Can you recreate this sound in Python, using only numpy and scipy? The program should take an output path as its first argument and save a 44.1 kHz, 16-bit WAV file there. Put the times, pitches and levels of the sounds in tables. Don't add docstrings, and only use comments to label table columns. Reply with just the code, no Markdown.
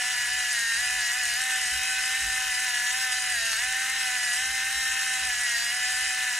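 import sys
import numpy as np
from scipy import signal
from scipy.fft import rfft, irfft, next_fast_len
from scipy.io import wavfile

SR = 44100
rng = np.random.default_rng(int(sys.argv[2]) if len(sys.argv) > 2 else 0)


def volts(x):
    e = np.asarray(x, float) / 20
    return 10 ** e


def to_wav(s):
    ch = np.atleast_2d(s).T
    pcm = np.round(np.clip(ch, -1, 1) * 32767)
    wavfile.write(sys.argv[1], SR, pcm.astype(np.int16))


N = 281799
T = np.arange(N) / SR
SLOW = T[::128]

# (frequency [Hz], level [dB per Hz])
KITCHEN_AIR = [(53, -30), (90, -5), (129, -4.5), (172, -3.5), (247, -3), (346, -16), (432, -6), (640, -16),
               (830, -44), (1410, -120)]
# (time [s], rumble [dB], length [s])
JOLTS = [(0.184, -55, 0.1), (0.327, -58, .1), (0.982, -57, .12), (1.2, -63, .06), (1.766, -56, 0.15),
         (2.0, -64, 0.067), (2.27, -44, 0.086), (2.35, -55, 0.058), (3.37, -66, 0.069), (3.7, -59, .1),
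         (4.503, -64, 0.11), (4.772, -52, 0.084), (4.92, -56, 0.056), (5.25, -56, .14), (5.38, -56, 0.066),
         (6.0, -57, 0.18)]
# (time [s], peak [dB])
CRACKS = [
    (0.107, -15),
    (0.7584, -17),
    (1.0714, -13),
    (1.5737, -22),
    (2.5501, -13),
    (2.873, -9),
    (3.532, -4.5),
    (5.5892, -21),
    (6.0391, -23),
]
# (frequency [Hz], level [dB per Hz])
TUBE = [(300, -46.5), (600, -39.5), (1150, -28.5), (1450, -16.5), (2250, -20.5), (3400, -20), (4400, -21),
        (5500, -19), (7000, -18.5),
        (9300, -19), (10200, -23), (11500, -22), (13500, -27.5), (16000, -28.5)]
# (frequency [Hz], width [Hz], lift [dB])
RINGS = [(746, 74, 7.5), (962, 150, 7), (1804, 475, 9.5), (2125, 280, 4), (2560, 100, 5.5),
         (2910, 580, 10.5), (3980, 440, 5.5), (4790, 110, 2.5), (7130, 250, -2), (7790, 510, -7.5),
         (8080, 160, 8.5)]
# (rate [cycles per shaft turn], depth [dB], offset [cycles])
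THROB = [(1, 4.5, 0.046), (1.8, 3, 0.12), (1.6, 2.1, 0.087), (5.7, 0, 0.3), (.0735, 0.6, 0.15),
         (.84, 1.6, .0)]
# (from [Hz], to [Hz], delay [turns], throb share [1], tick scatter [dB])
CHATTER = [
    (4800, 7000, 0.0, .7, .8),
    (7000, 10000, .2, 1.1, 2.2),
    (10000, 20000, .4, .6, 1.0),
]
# (time [s], shaft rate [Hz])
FREE_SPEED = [(0.0, 249.3), (0.9, 248.7), (1.5, 256.8), (1.8, 252.7), (2.2, 257.6), (2.5, 251.6),
              (3.0, 256.3), (3.3, 248.5), (3.7, 254.6), (3.95, 260.8), (4.1, 250.6), (4.5, 258.3),
              (4.8, 260.1), (5.25, 254.2), (5.8, 248.3), (6.05, 253.5), (6.39, 248.2)]
# (time [s], length [s], sag of the shaft rate [Hz])
JAMS = [(-0.001, 0.03, 6.3), (0.123, 0.146, 7.2), (0.414, 0.065, 6.9), (0.519, 0.245, 19.5),
        (0.98, 0.139, 11.6), (1.201, 0.151, 15.2), (1.511, 0.062, 6.7), (1.601, 0.09, 10.5),
        (1.973, 0.085, 3.1), (2.507, 0.058, 6.9), (2.654, 0.246, 10.0), (3.095, 0.03, 5.9),
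        (3.327, 0.243, 24.7), (3.504, 0.068, 10.4), (4.154, 0.213, 7.4), (4.257, 0.063, 5.9),
        (4.524, 0.125, 1.8), (5.278, 0.111, 11.8), (5.43, 0.267, 10.7), (5.4, 0.21, 5.6),
        (6.069, 0.03, 6.5), (6.296, 0.03, 8.8)]
# (order [1], rms [dB], best shaft rate [Hz], width [Hz], flicker [dB])
SINGERS = [(1, -65, 266.3, 14.7, 2.5), (1, -69.5, 230, 9.7, 2.8), (3, -45, 252.6, 17, 1.0),
           (3, -57.5, 222, 10, 3), (5, -52, 265, 17.4, 5), (6, -40.5, 256, 9.2, 3),
           (6, -43.5, 220, 12, 2.2), (7, -35, 250, 56, 1.4), (8, -33, 233.8, 29.8, 2),
           (9, -40.5, 235, 13.3, 2.5), (10, -42.5, 255, 13.4, 2.2), (10, -44, 210.5, 8.7, 9.5),
           (12, -44, 235.5, 36, 2.2), (15, -44.5, 261.9, 22, 0.5), (17, -42.5, 231, 14, 1),
           (18, -43, 210, 11, -6), (20, -41.5, 214, 66, 2.5)]
# (order [1], rms [dB])
WEAK_ORDERS = [(4,-56.5), (11,-59), (13,-88), (14,-57.5), (16,-54), (19,-72), (21,-49), (22,-67.5),
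               (23,-48.5), (24,-50), (25,-56), (26,-69), (27,-72), (28,-47), (29,-56), (30,-47.5),
               (31,-59.5), (32,-60), (33,-56), (40,-81)]
# (time [s], order [1], lift [dB], length [s])
TILTS = [(.69, 3, -10, .18), (.66, 7, 2, .3), (.66, 8, 1.5, .3), (.66, 9, -3, .3), (3.3, 20, -5, .1),
         (3.9, 8, -3, .2), (4.28, 8, 2, .18), (5.35, 20, 4, .15), (.7, 20, -6, .12), (.68, 17, 3, .2),
         (.68, 10, -5, .15), (1.85, 12, 5, .25), (1.85, 7, -4, .25), (1.9, 6, 3, .4), (1.87, 10, 4, .2),
         (2.42, 12, 4, .15), (3.03, 20, 6, .15), (3.47, 20, 4, .17), (3.45, 3, 4, .2), (3.94, 15, 3, .14),
         (4.82, 15, 4, .25), (4.95, 12, -5, .5), (5.6, 20, 3, .25), (5.65, 12, -3, .2), (6.1, 12, 3, .3)]
# (frequency [Hz], right leads by [radians], likeness 0-1 [1], left minus right [dB])
PORTS = [(60, 0, .99, 0), (250, 0, .7, .2), (500, .2, .45, 0), (750, .5, .9, -.7), (1000, 0, .9, -1.5),
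         (1300, 0, .97, -.5), (1600, 0, .985, 0), (2000, 0, .995, 0), (2400, .03, .94, .8),
         (3000, .06, .92, 1.2), (3450, .25, .65, .5), (3900, .3, .86, 2.5), (4600, 1.5, .45, 2.5),
         (5000, 2.5, .25, .5), (5250, 4.4, .1, -.5), (5400, 6.0, .55, -1.0), (5900, 6.15, .93, 0),
         (6400, 6.283, .998, 0), (6900, 6.3, .99, 0), (7400, 6.45, .96, 0), (7750, 6.9, .85, 0),
         (12200, 8.8, .83, 0), (12700, 9.35, .96, 0), (13100, 9.425, 1, 0)]


def unit(x):
    return x / np.sqrt(np.mean(x ** 2))


def walk(rate):
    points = rng.standard_normal(int(N / SR * rate) + 2)
    return 1.159 * np.interp(T * rate, np.arange(len(points)), points)


def swell(s, length):
    return np.exp(-(2 * (SLOW - s) / length) ** 2)


def colour(x, gain):
    size = next_fast_len(N)
    hz = np.arange(size // 2 + 1) * SR / size + 1
    return irfft(rfft(x, size) * gain(hz), size)[:N]


def shape(table, hz):
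    f, db = np.transpose(table)
    return volts(np.interp(np.log(hz), np.log(f), db, left=-99, right=-99))


def hand():
    still_db = -63.5
    swells = sum(volts(db) * swell(s, length) for s, db, length in JOLTS)
    return np.interp(T, SLOW, 20 * np.log10(volts(still_db) + swells))


def kitchen(rumble_db):
    hum_hz, hum_db, air_db = 121, -68, -66.5
    middle, side = [unit(colour(rng.standard_normal(N), lambda hz: shape(KITCHEN_AIR, hz)))
                    for _ in range(2)]
    hum = np.sqrt(2) * volts(hum_db + 1.7 * walk(12)) * np.sin(2 * np.pi * hum_hz * T + .5 * walk(9.9))

    def tremor_gain(hz):
        return 1 / np.sqrt(1 + ((hz - 63) / 6) ** 2) + 0.012 / (1 + (hz / 350) ** 4)

    tremor = unit(colour(rng.standard_normal(N), tremor_gain))
    common = hum + tremor * volts(rumble_db + 2.0 * walk(6.1))
    return common + volts(air_db) * (middle + 0.42 * side * np.array([[1], [-1]]))


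def cracks():
    out, tail = np.zeros(N), np.arange(400) / SR
    for s, db in CRACKS:
        i = int(s * SR)
        out[i:i + 400] += volts(db) * rng.standard_normal(400) * np.exp(-tail / 0.00037)
    return colour(out, lambda hz: 1.2 / np.sqrt((1 + (1500 / hz) ** 4) * (1 + (hz / 4000) ** 4)))


def tube(hz):
    rings_db = sum(db / (1 + (2 * (hz - f) / width) ** 2) for f, width, db in RINGS)
    return shape(TUBE, hz) * volts(rings_db)


def rattle(turns, sag_hz):
    tube_db = -34 - 0.04 * sag_hz
    treble_db = 1.13 + 0.0774 * sag_hz

    def throb_db(late):
        return sum(db * np.cos(2 * np.pi * (k * (turns - late) - offset)) for k, db, offset in THROB)

    def turn_db():
        return rng.standard_normal(N // 100)[turns.astype(int)]

    hiss = rng.standard_normal(N) * volts(.5 * throb_db(0) + .7 * turn_db() + .4 * walk(15))
    low = colour(hiss, lambda hz: tube(hz) / (1 + (hz / 4800) ** 4))
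    high = 0
    for lo_hz, hi_hz, late, share, scatter_db in CHATTER:
        def band(hz):
            return tube(hz) / np.sqrt((1 + (lo_hz / hz) ** 8) * (1 + (hz / hi_hz) ** 8))

        ticks = unit(rng.standard_normal(N) * volts(scatter_db * rng.exponential(size=N)))
        ticks = ticks * volts(share * (throb_db(late) + 1.42 * turn_db()) + walk(30))
        high = high + colour(ticks, band)
    return 1.29 * unit(low) * volts(tube_db - 1) + 1.1 * unit(high) * volts(tube_db + treble_db)


def sag():
    grip_s, slip_s = .04, .03
    total_hz = 0
    for s, length, hz in JAMS:
        grip = 1 - np.exp(-np.clip(SLOW - s, 0, length) / grip_s)
        release = np.exp(-np.clip(SLOW - s - length, 0, None) / slip_s)
        total_hz = total_hz + hz * grip * release
    return np.interp(T, SLOW, total_hz)


def tilt_db(order):
    return sum(db * swell(s, length) for s, k, db, length in TILTS if k == order)


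def whine(shaft_hz, turns):
    skirt = 1.5
    slow_hz = np.interp(SLOW, T, shaft_hz)
    rows = []
    for k, db, best_hz, width, flicker_db in SINGERS:
        fall_db = skirt * 10 * np.log10(1 + (2 * (slow_hz - best_hz) / width) ** 2)
        rows.append((k, db + tilt_db(k) - fall_db, flicker_db))
    for k, db in WEAK_ORDERS:
        lift_db = 20 * np.log10(unit(tube(k * slow_hz)))
        rows.append((k, db + lift_db, 2.5))
    out = 0
    for k, db, flicker_db in rows:
        start = min(k / 22, 1) ** 3 * rng.random()
        angle = 2 * np.pi * (k * turns + start) + .015 * k * walk(40)
        level = volts(db + flicker_db * np.interp(SLOW, T, walk(25)))
        out = out + np.sqrt(2) * np.interp(T, SLOW, level) * np.sin(angle)
    return out


def ports(tones, noise):
    f, lead, like, pan_db = np.transpose(PORTS)

    def share(hz):
        return np.interp(hz, f, like)

    near = tones + colour(noise, lambda hz: np.sqrt(share(hz)))
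    far = colour(noise + 0.81 * tones, lambda hz: np.sqrt(1 - share(hz)))
    out = []
    for side in (-.5, .5):
        def port_gain(hz):
            return volts(-side * np.interp(hz, f, pan_db)) * np.exp(1j * side * np.interp(hz, f, lead))

        echo = rng.standard_normal((2, 2000)) * np.exp(-np.arange(2000) / SR / .014)
        echo = echo / np.sqrt(np.mean(np.sum(echo ** 2, axis=1)))
        wet = signal.fftconvolve(far[None], echo, axes=1)[:, :N]
        place = 3.0 * walk(5)
        both = near + wet[0] * np.cos(place) + wet[1] * np.sin(place)
        out.append(colour(both, port_gain))
    return np.array(out)


def scene():
    sag_hz = sag()
    free_s, free_hz = np.transpose(FREE_SPEED)
    shaft_hz = np.interp(T, free_s, free_hz) - sag_hz
    turns = np.cumsum(shaft_hz * (1 + .0028 * walk(30))) / SR
    noise = rattle(turns, sag_hz) + cracks()
    return ports(whine(shaft_hz, turns), noise) + kitchen(hand())


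def low_pass(x):
    return signal.sosfilt(signal.butter(12, 15760, fs=SR, output="sos"), x)


def record(dry):
    return low_pass(dry)


dry = scene()
out = record(dry)
to_wav(out)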